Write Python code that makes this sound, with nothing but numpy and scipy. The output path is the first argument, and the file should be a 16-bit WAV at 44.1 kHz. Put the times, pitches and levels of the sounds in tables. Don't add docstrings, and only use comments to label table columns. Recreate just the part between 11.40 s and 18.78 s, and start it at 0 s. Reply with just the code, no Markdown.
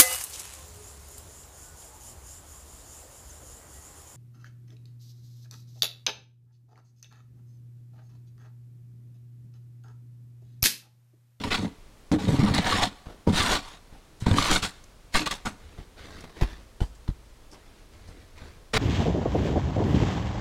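import sys
import numpy as np
from scipy import signal
from scipy.fft import rfft, irfft, next_fast_len
from scipy.io import wavfile
from scipy.ndimage import uniform_filter1d, map_coordinates

SR = 44100
rng = np.random.default_rng(int(sys.argv[2]) if len(sys.argv) > 2 else 0)


def output_pcm(signal):
    pcm = np.clip(np.atleast_2d(signal).T, -1, 1) * 32767
    wavfile.write(sys.argv[1], SR, np.round(pcm).astype(np.int16))


N = 325458


def amp(db):
    return 10 ** (np.asarray(db) / 20)


def unit(x):
    return x / np.sqrt(np.mean(x ** 2) + 1e-20)


def along(points, hz):
    f, v = np.transpose(points)
    return np.interp(np.log(hz + 1), np.log(f + 1), v)


def add(track, s, sound):
    part = track[max(round(s * SR), 0):][:len(sound)]
    part += sound[:len(part)]


def bump(t, rise, length):
    return np.minimum(t / rise, 1) / (1 + (t / length) ** 4)


def burst(s, length, rise=0.0026):
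    gain, t = np.zeros(N), np.arange(SR // 2) / SR
    add(gain, s, bump(t, rise, length))
    return gain


SPILL_DB, SPILL_DB_PER_S = -21, 110


def push(s, rise, hold, release_db_per_s, sag_db_per_s):
    gain, t = np.zeros(N), np.arange(SR) / SR
    after = np.maximum(t - rise - hold, 0)
    force = np.minimum(t / rise, 1) * amp(-sag_db_per_s * np.clip(t - rise, 0, hold))
    release = amp(-release_db_per_s * after)
    spill = amp(SPILL_DB - SPILL_DB_PER_S * after)
    add(gain, s, force * np.maximum(release, spill))
    return gain


def wobble(rate):
    points = rng.standard_normal(int(N * rate / SR) + 4)
    return map_coordinates(points, [np.arange(N) / SR * rate])


def filtered(x, response):
    m = next_fast_len(N + SR // 2)
    return irfft(rfft(x, m) * response(np.fft.rfftfreq(m, 1 / SR)), m)[:N]


def coloured(x, spectrum):
    return unit(filtered(x, lambda hz: amp(along(spectrum, hz))))


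def rung(x, modes):
    def response(f):
        total = 0
        for k, (centre, width, db) in enumerate(modes):
            damping = 1j * f * width
            total = total + (-1) ** k * amp(db) * damping / (centre ** 2 - f * f + damping)
        return total
    return unit(filtered(x, response))


def grains(rate, spread_db, clump_db):
    hits = rng.random(N) < rate / SR
    size = amp(spread_db * rng.standard_normal(N) + clump_db * wobble(260))
    return unit(hits * size * rng.choice([-1, 1], N))


def patchy(x, depth_db, count=5):
    z = signal.stft(x, nperseg=1024)[2]
    field = rng.standard_normal(z.shape)
    for axis in (0, 1):
        field = uniform_filter1d(field, count, axis=axis)
    return unit(signal.istft(z * amp(depth_db * unit(field)), nperseg=1024)[1][:N])


# f/Hz, level/dB (per Hz)
AIR_COLOUR = [(12, -17), (20, 8.5), (44, 0.5), (187, -13.5), (443, -15), (843, -20.5), (1150, -21),
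              (1430, -24), (2800, -27), (4020, -27.5), (9830, -33.5), (14500, -41.5), (15800, -42)]
AIR_DB = -52


def forest():
    hiss = amp(AIR_DB) * coloured(rng.standard_normal(N), AIR_COLOUR)
    rumble = coloured(rng.standard_normal(N), [(25, -5), (70, -8), (200, -25), (800, -50)])
    return hiss + amp(-66.5 + 2.4 * wobble(7.7)) * rumble


# t/s, hold/s, rustle level/dB, shuffling level/dB
BODY_MOVES = [(4.171, 0.22, -57, -52), (4.56, 0.21, -46.5, -50), (4.941, 0.14, -46.5, -51),
              (6.117, 0.25, -61, -73), (6.505, 0.29, -58.5, -52), (6.95, 0.089, -51, -53)]
# f/Hz, level/dB (per Hz)
CLOTH_COLOUR = [(120, -0.5), (200, 0.5), (923, -9.5), (1590, -10.5), (1910, -8), (2850, -15), (3890, -12.5),
                (9310, -30), (15500, -41)]
# f/Hz, level/dB (per Hz)
SHUFFLE_COLOUR = [(12, -53), (20, 1), (43, -5), (81, 13), (135, -17.5), (500, -10), (650, -53),
                  (1100, -120)]
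MOVE_RISE_S, MOVE_FADE_DB_PER_S = 0.037, 117


def rustle():
    brush, shuffle = np.zeros((2, N))
    for s, hold, cloth_db, shuffle_db in BODY_MOVES:
        motion = push(s, MOVE_RISE_S, hold, MOVE_FADE_DB_PER_S, sag_db_per_s=-2)
        brush += amp(cloth_db) * motion
        shuffle += amp(shuffle_db) * motion
    cloth = patchy(coloured(grains(rate=5000, spread_db=3.0, clump_db=1.7), CLOTH_COLOUR), depth_db=3.0)
    feet = coloured(rng.standard_normal(N), SHUFFLE_COLOUR)
    folds = amp(0.36 * wobble(25))
    return folds * (brush * cloth + shuffle * feet)


# t/s, thud level/dB, crunch level/dB, crunch length/s
BOOT_STEPS = [(1.657, -31, -47.5, 0.091), (2.514, -36, -55, 0.087), (4.376, -30, -49.5, .044),
              (4.839, -37, -43.5, 0.015), (4.894, -58, -46, 0.015), (4.958, -45, -48, 0.068),
              (5.01, -11, -27, 0.029), (5.404, -12, -36, 0.039), (5.677, -15, -42, 0.027),
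              (6.123, -47, -49.5, 0.054), (6.677, -37, -54, 0.042), (7.006, -36.5, -54, 0.049)]
# f/Hz, level/dB (against the thud), time to fall 60 dB/s
FLOOR_BOARDS = [(45, -4.5, 0.17), (53.3, -25, 0.94), (80, 0.5, 0.067), (127.6, -0.5, 0.046),
                (193, -10, 0.045), (293, -17, 0.055)]
# f/Hz, level/dB (per Hz)
CRUNCH_COLOUR = [(100, 9.5), (300, 9.5), (700, 5.5), (1400, -1), (2200, -6), (4000, -7.5), (8000, -23),
                 (11000, -24), (16000, -34)]


def boots(settle_s=0.01177):
    thuds, t = np.zeros(N), np.arange(SR // 2) / SR
    press = np.zeros(N)
    for s, thud_db, crunch_db, length in BOOT_STEPS:
        thud = np.zeros(len(t))
        for hz, level, t60 in FLOOR_BOARDS:
            varied = level + rng.normal(0, 1)
            thud += amp(varied - 60 * t / t60) * np.sin(2 * np.pi * hz * t)
        add(thuds, s + settle_s, -amp(thud_db) * thud * (1 - np.exp(-t / 0.0021)))
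        press += amp(crunch_db) * burst(s, length, rise=0.0016)
    crystals = coloured(grains(rate=9000, spread_db=3, clump_db=2), CRUNCH_COLOUR)
    return thuds + press * patchy(crystals, depth_db=2.5)


# t/s, level/dB, f/Hz of its flexing, time to fall 60 dB/s
BLADE_KNOCKS = [(0.045, -31, 247, 0.044), (.718, -14, 291, 0.1), (0.741, -13.5, 304, 0.13),
                (.887, -17.5, 133, 0.16), (.931, -16.5, 135, 0.13), (0.993, -10.5, 137, 0.1),
                (1.03, -11.5, 204.3, 0.26), (1.109, -16, 134, 0.082), (1.14, -22, 280, 0.12),
                (1.8747, 1.5, 249, 0.01), (1.931, -14.5, 171, 0.071), (1.999, -15.5, 86, 0.066),
                (2.823, -20.5, 114, 0.082), (2.868, 0, 136, 0.01), (2.9139, -11, 97.5, .12),
                (7.361, -19, 109, 0.069)]


def knocks():
    out, t = np.zeros(N), np.arange(SR // 4) / SR
    for s, db, hz, t60 in BLADE_KNOCKS:
        flex = np.sin(2 * np.pi * hz * t) * amp(-60 * t / t60)
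        stiff = amp(-13.5) * np.sin(2 * np.pi * 1.5 * hz * t) * amp(-60 * t / (0.64 * t60))
        add(out, s, amp(db) * (flex + stiff) * (1 - np.exp(-t / 0.00046)))
    return out


# t/s, level/dB, length/s, f/Hz of that mode
ICE_BITES = [(.036, -32.5, 0.019, 946), (.114, -27, 0.018, 2057), (0.12, -42, 0.031, 3820),
             (0.784, -38.5, 0.027, 817), (1.06, -38, 0.062, 950), (1.268, -25.5, 0.015, 721),
             (1.322, -25.5, .022, 1130), (1.999, -29.5, 0.03, 1176), (2.863, -25.5, 0.0066, 974),
             (2.911, -27, 0.0052, 3650), (2.983, -13.5, 0.0053, 1202), (3.098, -28, .045, 306),
             (3.156, -23.5, 0.01, 1444), (3.7505, -21.5, 0.0098, 1208), (3.803, -32, 0.041, 304),
             (3.864, -27.5, 0.015, 1182), (4.063, -34, 0.014, 1443), (7.337, -28.5, 0.061, 439)]
SING_DB = 1.5


def catches(waver=2.16, steady_hz=1600, outlast=1.09):
    out, t = np.zeros(N), np.arange(SR // 5) / SR
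    drift = waver * wobble(110)
    for s, db, length, hz in ICE_BITES:
        wander = np.roll(drift, -round(s * SR))[:len(t)] * hz / (hz + steady_hz)
        note = np.sin(2 * np.pi * hz * t + wander)
        add(out, s, amp(db + SING_DB) * bump(t, 0.003, outlast * length) * note)
    return out


# t/s, rise/s, hold/s, scrape level/dB,
# icy hiss level/dB (against the scrape), judder level/dB, hardness of the crust/dB
SNOW_PUSHES = [ (0.0, 0.001, 0.016, -44, -9, -39, 5), (0.032, 0.0053, 0.053, -39, -10.5, -29, 0),
               (0.102, .012, 0.046, -26.5, -17, -32, 3.5), (0.166, 0.0095, 0.079, -38.5, -13.5, -30, -4),
               (0.715, 0.002, 0.0094, -29.5, -13, -17.5, -3), (0.788, 0.0058, 0.12, -39, -8.5, -30.5, -0.5),
               (0.86, 0.028, .09, -34, -10.5, -22.5, -1.5), (0.976, 0.017, .122, -29.5, -16.5, -21, -8),
               (1.136, 0.0056, 0.047, -26, -13, -29, 0.5), (1.187, 0.092, 0.12, -25, -13.5, -32.5, -1),
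               (1.407, 0.02, .01, -23, -10.5, -29.5, 0.5), (1.867, 0.0081, 0.034, -34, -14.5, -23, -5.5),
               (1.916, 0.059, 0.19, -22, -10, -33, 0), (2.215, 0.014, 0.12, -46.5, -8.5, -70, 0.5),
               (2.805, 0.0077, 0.037, -48, -17, -47.5, 3), (2.858, .005, 0.132, -28.5, -16, -26, -10),
               (2.952, 0.025, 0.12, -25.5, -7.5, -36.5, 1.5), (3.095, .015, 0.053, -23, -9, -32, -1),
               (3.218, 0.015, 0.02, -29.5, -4.5, -40.5, 5.5), (3.721, 0.029, .003, -40.5, -2, -52, 6),
               (3.738, 0.012, 0.025, -20.5, -8, -33.5, 1.5), (3.787, 0.0073, 0.014, -39.5, -12, -41, 2),
               (3.856, 0.0045, 0.0036, -34, -5, -49, 7.5), (3.905, 0.0074, 0.012, -30, -5, -40.5, 0),
               (4.05, 0.0098, .014, -27, -13.5, -33.5, -12), (7.332, 0.0054, .045, -24, -14, -39, -2)]
# t/s, level/dB, length/s
ICY_CRUMBS = [(2.801, -49.5, 0.028), (3.438, -47, 0.0044), (4.805, -54, .016), (4.84, -62, 0.011),
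              (5.405, -55, 0.062), (5.55, -62, 0.017), (6.112, -57, .035), (6.675, -60, .03)]
# f/Hz, width/Hz, level/dB
BLADE_MODES = [(738, 27, 1), (941, 31, 1), (1159, 53, 2.5), (1462, 42, 0.5), (1963, 490, -4.5),
               (3690, 660, -2.5), (4410, 330, -4), (7140, 840, -18)]
# f/Hz, width/Hz, level/dB
SCOOP_MODES = [(97, 33.4, -5), (166, 14.6, -1), (201, 28.3, 3), (293, 26.6, 2)]
# f/Hz, width/Hz, level/dB
HOLLOW_MODES = [(428, 20, 7), (550, 82, -1.5), (756, 80, -4), (947, 44, -2.5)]
# f/Hz, level/dB (per Hz)
CRUST_COLOUR = [(25, 9.5), (90, -2.5), (300, -3), (550, -3.5), (1100, -2), (2600, -7.5), (4000, -9),
                (5300, -15.5), (9000, -61), (16000, -37)]
# f/Hz, level/dB (per Hz)
ICE_COLOUR = [(2500, -12.5), (5000, 2.5), (7000, 0.5), (9000, -3), (11000, -9.5), (13000, -15.5),
              (16000, -28.5)]
SAG_DB_PER_S = 20.5
RELEASE_DB_PER_S, SHAKE_DB_PER_S = 388, 302
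HARD_HZ = 1920


def scraping():
    scrape, grit, hiss, judder = np.zeros((4, N))
    for s, rise, hold, scrape_db, hiss_db, judder_db, hard_db in SNOW_PUSHES:
        force = amp(scrape_db) * push(s, rise, hold, RELEASE_DB_PER_S, SAG_DB_PER_S)
        shake = amp(judder_db) * push(s, rise, hold, SHAKE_DB_PER_S, SAG_DB_PER_S)
        scrape = np.maximum(scrape, force)
        grit = np.maximum(grit, amp(hard_db) * force)
        hiss = np.maximum(hiss, amp(hiss_db) * force)
        judder = np.maximum(judder, shake)
    bite = sum(amp(db) * burst(s, length) for s, db, length, _ in ICE_BITES)
    crumbs = sum(amp(db) * burst(s, length) for s, db, length in ICY_CRUMBS)

    crust = coloured(grains(rate=6000, spread_db=2.5, clump_db=1.5), CRUST_COLOUR)
    blade = rung(grains(rate=3000, spread_db=3.5, clump_db=3.5), BLADE_MODES)
    body = patchy(crust + amp(-2) * blade, depth_db=2.5)
    dull = filtered(body, lambda hz: 1 / (1 + (hz / HARD_HZ) ** 4))
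    bright = body - dull
    crunch = np.hypot(scrape, bite) * dull + np.hypot(grit, bite) * bright

    ice = patchy(coloured(grains(rate=10000, spread_db=7.0, clump_db=-1.0), ICE_COLOUR), depth_db=4)
    icy = (np.hypot(hiss, amp(-14.5) * bite) + crumbs) * ice

    slips = grains(rate=600, spread_db=0.5, clump_db=4.5)
    scoop_colour = [(40, -5.5), (80, 5.0), (320, -5.0), (430, 1), (900, -37)]
    scoop = coloured(rung(slips, SCOOP_MODES), scoop_colour)
    scoop = scoop + amp(-11.5) * rung(slips, HOLLOW_MODES)

    grip = amp(1.07 * wobble(70))
    return grip * (crunch + icy) + judder * scoop


# f/Hz, time to fall 60 dB/s
ECHO_FADE = [(100, 0.18), (500, 1), (1200, 1), (4000, 0.75), (12000, 0.85)]


def echo(x):
    hz, t, z = signal.stft(rng.standard_normal(SR), SR, nperseg=256)
    fade = amp(-60 * t / along(ECHO_FADE, hz)[:, None])
    tail = signal.istft(z * fade, SR, nperseg=256)[1]
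    return signal.fftconvolve(x, tail / np.linalg.norm(tail))[:N]


def scene():
    work = scraping() + catches() + knocks() + boots()
    return (work + amp(-24.5) * echo(work) + rustle() + forest())[None]


TOP_HZ = 15850


def record(dry):
    rounded = dry[0] / (1 + (dry[0] / 0.52) ** 6) ** (1 / 6)
    return filtered(rounded, lambda hz: hz < TOP_HZ)[None]


dry = scene()
out = record(dry)
output_pcm(out)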